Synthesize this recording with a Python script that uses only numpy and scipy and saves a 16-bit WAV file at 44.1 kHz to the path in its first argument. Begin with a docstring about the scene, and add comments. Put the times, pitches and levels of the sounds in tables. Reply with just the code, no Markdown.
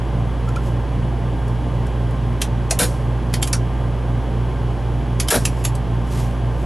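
"""Staple gun in a small, soft room

A hand staple gun fires twice through cloth into a padded board, whose modes thud under each blow.
Its steel lever clacks as it is squeezed and let go, its nose knocks on the board, and cloth rustles
by friction as the hands move on. An air conditioner hums and blows throughout; a limiter ducks
the hum under every loud snap."""
import sys
import numpy as np
from scipy import signal
from scipy.fft import rfft, irfft, next_fast_len
from scipy.io import wavfile
from scipy.ndimage import uniform_filter1d, minimum_filter1d, map_coordinates

SR = 44100
rng = np.random.default_rng(int(sys.argv[2]) if len(sys.argv) > 2 else 0)


def inscribe(sig):
    """Save sig as 16-bit PCM at rate SR to the path in sys.argv[1].

    A 1-D sig is mono; a 2-D sig holds one channel per row.
    Samples are clipped to [-1, 1] before scaling.
    """
    pcm = np.round(np.clip(np.atleast_2d(sig).T, -1, 1) * 32767)
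    wavfile.write(sys.argv[1], SR, pcm.astype(np.int16))


N = 293265
BLOW_N = SR * 3 // 4
BLOW_T = np.arange(BLOW_N) / SR  # seconds since a blow


def amp(db):
    """Decibels as an amplitude ratio."""
    return 10 ** (np.asarray(db) / 20)


def unit(x):
    """Normalisation to rms 1."""
    return x / np.sqrt(np.mean(x ** 2) + 1e-20)


def along(points, hz):
    """Interpolation of (Hz, value) points on a logarithmic frequency axis."""
    freqs, values = np.transpose(points)
    return np.interp(np.log(hz + 1), np.log(freqs + 1), values)


def filtered(x, response):
    """Linear filtering: the spectrum is multiplied by a frequency response."""
    size = x.shape[-1]
    padded = next_fast_len(size + SR // 10)
    hz = np.fft.rfftfreq(padded, 1 / SR)
    return irfft(rfft(x, padded) * response(hz), padded)[..., :size]


def noise(spectrum, size):
    """Spectral shaping: white noise takes on a colour, at rms 1."""
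    return unit(filtered(rng.standard_normal(size), lambda hz: amp(along(spectrum, hz))))


def resonant(peaks, size):
    """Forced resonance: noise drives (Hz, bandwidth Hz, dB) modes of alternating sign, at rms 1."""
    def response(f):
        return sum((-1) ** k * amp(db) * 1j * f * width / (hz * hz - f * f + 1j * f * width)
                   for k, (hz, width, db) in enumerate(peaks))
    return unit(filtered(rng.standard_normal(size), response))


def wobble(rate, size):
    """Random modulation: a smooth curve through `rate` values a second."""
    knots = rng.standard_normal(int(size * rate / SR) + 4)
    return map_coordinates(knots, [np.arange(size) * rate / SR])


def fade(t60, attack):
    """Exponential damping: a quick rise, and a fall of 60 dB in t60 seconds."""
    return np.exp(-np.log(1000) * BLOW_T / t60) * (1 - np.exp(-(BLOW_T / attack) ** 2))


def add(track, start, sound):
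    """Superposition: a sound joins the track at `start` seconds."""
    part = track[:, round(start * SR):][:, :sound.shape[1]]
    part += sound[:, :part.shape[1]]


# Stereo width. Each row: frequency in Hz, gain of the side signal in dB.
SIDE_GAIN = [(50, -22), (130, -18), (300, -16), (600, -15), (1200, -18.5), (2200, -23), (3800, -29),
             (10000, -28)]

def spread(mid, side):
    """Spatial coherence: two close microphones receive nearly the same sound."""
    side = filtered(side, lambda hz: amp(along(SIDE_GAIN, hz)))
    return np.array([mid + side, mid - side])


# The room's absorption. Each row: frequency in Hz, reverberation time in seconds.
ROOM_DECAY = [(200, 0.14), (1500, 0.12), (5000, 0.12), (11000, 0.11)]

def in_room(x, wet_db):
    """Reverberation: convolution with a diffuse tail, new for every position of the gun."""
    hz, t, bands = signal.stft(rng.standard_normal((2, SR // 3)), SR, nperseg=256)
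    decay = np.exp(-np.log(1000) * t / along(ROOM_DECAY, hz)[:, None])
    tail = signal.istft(bands * decay, SR, nperseg=256)[1]
    tail *= 1 - np.exp(-BLOW_T[:tail.shape[1]] / 0.00066)
    tail /= np.linalg.norm(tail[0])
    mid, side = signal.fftconvolve(x[None], tail, axes=1)[:, :len(x)]
    return spread(x + amp(wet_db) * mid, side)


# Fan shaft orders, mains buzz, panel tones and a thin whine. Each row: frequency in Hz, rms level in dB.
HUM_TONES = [(23.3, -51), (58.08, -22.7), (96.48, -43), (116.16, -31.5), (119.99, -24.6), (141, -37.5),
             (143.5, -37.5), (174.24, -38), (176.9, -43), (178.07, -43), (236.15, -42), (360, -49),
             (2961, -59), (3079, -65), (3311, -58)]

def hum():
    """Beating: the fan motor slips behind the mains, so its second order beats with the mains buzz."""
    t = np.arange(N) / SR - 0.998  # the tones swell together at 0.998 s
    right = np.array([[-1], [1]])
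    out = np.zeros((2, N))
    for hz, db in HUM_TONES:
        drift = hz * 5e-5 * wobble(3, N)
        # the deep tones reach the right microphone a little stronger and sooner
        lean_db = min(1.3, 70 / hz)
        lead_rad = min(0.13, hz / 950)
        phase = 2 * np.pi * hz * t + drift + right * lead_rad
        out += np.sqrt(2) * amp(db + right * lean_db) * np.cos(phase)
    return out


# The blower's rumble and rush. Each row: frequency in Hz, relative spectral density in dB.
RUMBLE_SPECTRUM = [(15, -25), (35, -17), (55, -5), (75, -8), (115, 0), (150, -5), (200, -11), (300, -24),
                   (600, -60)]
RUSH_SPECTRUM = [(150, -18), (235, 1.5), (320, -1.5), (450, -4), (600, -8.5), (1000, -13), (1300, -18.5),
                 (1650, -21), (1950, -22), (3300, -27.5), (3800, -32), (8500, -42.5), (10700, -40),
                 (12000, -46)]
# The duct's resonances. Each row: frequency in Hz, bandwidth in Hz, relative level in dB.
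DUCT_MODES = [(564, 9.4, 4), (693.3, 16.7, 0), (792, 24.6, 0), (898.4, 34, -0.5), (1049.6, 29, -1),
              (1192, 17, -4), (1587, 89, -11), (3130, 430, -25)]

def airflow():
    """Flow noise: the blower's air rumbles, rushes and excites the duct's resonances."""
    rumble = amp(-31.5) * noise(RUMBLE_SPECTRUM, N)
    rush = amp(-31) * noise(RUSH_SPECTRUM, N)
    duct = amp(-38) * resonant(DUCT_MODES, N)
    return rumble + rush + duct


# The gun's nose meets the board. Each row: start in seconds, level in dB, pitch in Hz,
# nominal bandwidth in Hz, 60 dB decay time in seconds.
NOSE_BUMPS = [(.474, -31.5, 1350, 40, 0.15), (.562, -21, 1340, 60, 0.074), (2.709, -20, 650, 160, 0.14),
              (3.537, -28.5, 1430, 200, 0.11), (5.453, -24.5, 2570, 250, 0.1)]

def nose_bumps():
    """Damped resonance: setting the nose down excites one narrow band, a short, hollow knock."""
    out = np.zeros((2, N))
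    for start, db, hz, width, t60 in NOSE_BUMPS:
        mode = resonant([(hz, width, 0)], BLOW_N)
        log_width = 2 * width / hz + 0.046  # a bell curve trims the resonance's skirts
        band = filtered(mode, lambda f: np.exp(-(np.log((f + 1) / hz) / log_width) ** 2))
        knock = unit(band) * fade(t60, attack=0.00091)
        add(out, start, amp(db) * in_room(knock, wet_db=-10))
    return out


# The gun's frame and spring. Each row: frequency in Hz, relative level in dB,
# 60 dB decay time in seconds before scaling by `sustain`.
STEEL_MODES = [(2440, -4, 0.092), (3210, -14, 0.088), (4030, 1, 0.15), (4600, -30.5, 0.069),
               (5380, -8, 0.033), (6260, 12, 0.02), (6800, 17, 0.1), (7470, 24, 0.057), (9360, -10, 0.21),
               (8760, 8, 0.053), (9600, -20, .08), (10500, -17.5, 0.11), (10800, -37, .1),
               (11200, 21, 0.068)]

def steel_ring(sustain, blur_rad):
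    """Free vibration: modes decay from new strengths at each blow; loose parts blur their phase."""
    out = 0
    for hz, db, t60 in STEEL_MODES:
        phase = 2 * np.pi * (hz * BLOW_T + rng.random()) + blur_rad * wobble(130, BLOW_N)
        strength = amp(db + rng.normal(0, 3.4))
        out += strength * np.sin(phase) * fade(t60 * sustain, attack=0.00023)
    return out / np.linalg.norm(amp([db for _, db, _ in STEEL_MODES]))


# A steel contact's crack and hollow body. Each row: frequency in Hz, relative spectral density in dB.
CRACK_SPECTRUM = [(200, -34), (1000, 2.5), (2500, -8), (4000, 4.5), (5500, 9), (7500, 6.5), (9000, 6),
                  (10700, 9.5), (12000, 2), (14000, -27)]
BODY_SPECTRUM = [(150, -22), (500, -7), (1400, -2), (2400, 0), (3500, -3), (6000, -16), (12000, -40)]
# Contacts of lever and catch. Each row: start in seconds, overall gain in dB, body gain in dB,
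# ring gain in dB, centre of the bright band in Hz, relative level of the first touch in dB.
LEVER_CLACKS = [(.486, -41, 0, -10, 7000, -14), (0.558, -38, 6.5, -17, 6500, -30),
                (1.478, -42.5, -8, -15, 5370, -20), (1.865, -42.5, -5, -14, 9000, -20),
                (2.106, -46, -8, -13, 10000, -20), (2.415, -13.5, -4, -21, 3470, -24),
                (2.707, -10, -8, -16, 7240, -26), (3.337, -17, 0, -21, 10700, -21),
                (3.425, -15.5, -0.5, -2, 8300, -20), (3.472, -23.5, -5, -7, 10600, -16),
                (3.528, -10.5, -9, -18, 5450, -39), (5.198, -12, -8, -22, 10100, -34),
                (5.283, -15, -5, -22, 3270, -18), (5.451, -12.5, -4.5, -7, 10700, -35),
                (5.649, -17, -3.5, -1, 7100, -13), (5.75, -32, -12, -12, 8240, -25)]

def lever():
    """Backlash: steel parts touch lightly, take up their play, then meet with a crack and a ring."""
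    play_s = 0.009
    out = np.zeros((2, N))
    for start, db, body_db, ring_db, bright_hz, touch_db in LEVER_CLACKS:
        crack = noise(CRACK_SPECTRUM, BLOW_N)
        body = amp(body_db) * noise(BODY_SPECTRUM, BLOW_N)
        bright = amp(-5.5) * resonant([(bright_hz, 600, 0)], BLOW_N)
        contact = amp(8.5) * (crack + body + bright) * fade(t60=0.025, attack=0.0037)
        ring = amp(ring_db) * steel_ring(sustain=0.64, blur_rad=0.37)
        clack = amp(db) * in_room(contact + ring, wet_db=-4)
        add(out, start - play_s, amp(touch_db) * clack)
        add(out, start, clack)
    return out


# Sliding fabric. Each row: frequency in Hz, relative spectral density in dB.
RUSTLE_SPECTRUM = [(400, -22), (2000, 0), (4000, -3.5), (7000, -3.5), (9000, -6), (12000, -5)]
# A hand strokes the cloth. Each row: time of fastest slide in seconds, level in dB,
# seconds to swell by 20 dB, seconds to settle by 20 dB.
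HAND_STROKES = [(.675, -45, .11, .08), (5.59, -44.5, 0.086, 0.13), (6.125, -43, 0.062, 0.072),
                (6.2, -36.5, 0.14, 0.16), (6.6, -49, .1, .18)]

def cloth():
    """Sliding friction: each stroke swells and settles while the fabric grips in small, uneven catches."""
    t = np.arange(N) / SR
    strokes = sum(amp(db - 20 * np.maximum((peak - t) / swell, (t - peak) / settle))
                  for peak, db, swell, settle in HAND_STROKES)
    grip_db = 2 * wobble(rate=240, size=N)
    slide = strokes * amp(grip_db) * noise(RUSTLE_SPECTRUM, N)
    return spread(slide, np.roll(slide, SR // 100))


# The driver's snap. Each row: frequency in Hz, relative spectral density in dB.
SNAP_SPECTRUM = [(150, -71), (600, -4.5), (1600, 2), (2500, 1), (4000, 1.5), (6000, -0.5), (8500, 1),
                 (10500, 6.5), (11800, 5.5), (14000, 1.5)]
# The driver strikes a staple home. Each row: start in seconds, gain in dB.
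STAPLE_SHOTS = [(2.7895, 5), (5.304, 8)]

def staples():
    """Impact excitation: the spring slams the driver down, the frame rings and loose steel sizzles."""
    out = np.zeros((2, N))
    for start, db in STAPLE_SHOTS:
        crack = noise(SNAP_SPECTRUM, BLOW_N) * fade(t60=0.086, attack=0.0028)
        frame = amp(-14) * steel_ring(sustain=1.2, blur_rad=1.1)
        sizzle = amp(-39) * noise(CRACK_SPECTRUM, BLOW_N) * fade(t60=0.52, attack=0.01)
        add(out, start, amp(db) * in_room(crack + frame + sizzle, wet_db=-1))
    return out


# The board under the cloth. Each row: frequency in Hz, bandwidth in Hz, relative level in dB.
BOARD_MODES = [(170, 90, -3), (300, 70, -1), (460, 80, 2), (585, 45, 4), (690, 30, 3), (950, 160, -9),
               (1420, 50, -4), (1500, 50, -1), (1640, 140, -6)]
# The board takes the blow and the gun rebounds on it. Each row: start in seconds, level in dB,
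# spectral tilt in dB per octave, 60 dB decay time in seconds.
BOARD_THUDS = [(2.794, 1, 2, 0.058), (2.810, -4.5, -4.5, 0.062), (5.306, 1, 5, 0.092),
               (5.319, 5.5, -0.5, 0.06), (5.355, -10.5, -6.5, 0.071)]

def board():
    """Modal response: the padded board thuds, and softer blows excite its upper modes less."""
    out = np.zeros((2, N))
    for start, db, tilt, t60 in BOARD_THUDS:
        modes = resonant(BOARD_MODES, BLOW_N)
        wood = filtered(modes, lambda hz: amp(tilt * np.log2(np.clip(hz, 100, 2000) / 500)))
        thud = unit(wood) * fade(t60, attack=0.003)
        add(out, start, amp(db) * in_room(thud, wet_db=-3))
    return out


def scene():
    """Superposition: the pressures of air conditioner, gun, cloth and board add."""
    air_conditioner = hum() + spread(airflow(), airflow())
    return air_conditioner + nose_bumps() + lever() + cloth() + staples() + board()


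def limiter(x, ceiling_db, hold_s):
    """Look-ahead limiting: the gain falls a millisecond before each peak and recovers soon after."""
    ahead = SR // 1000
    hold = max(int(hold_s * SR), 3 * ahead)
    peak_db = 20 * np.log10(np.abs(x).max(axis=0) + 1e-9)
    gain_db = np.minimum(0, ceiling_db - peak_db)
    held_db = minimum_filter1d(gain_db, hold, origin=(hold - 1) // 2 - ahead)
    return x * amp(uniform_filter1d(held_db, size=2 * ahead))


def record(dry):
    """Peak and band limiting: the snaps are held down, then a steep low-pass cuts the top treble."""
    cutoff_hz = 12050
    limited = limiter(dry, ceiling_db=-4.5, hold_s=0.0045)
    return filtered(limited, lambda hz: 1 / np.sqrt(1 + (hz / cutoff_hz) ** 160))


dry = scene()
out = record(dry)
inscribe(out)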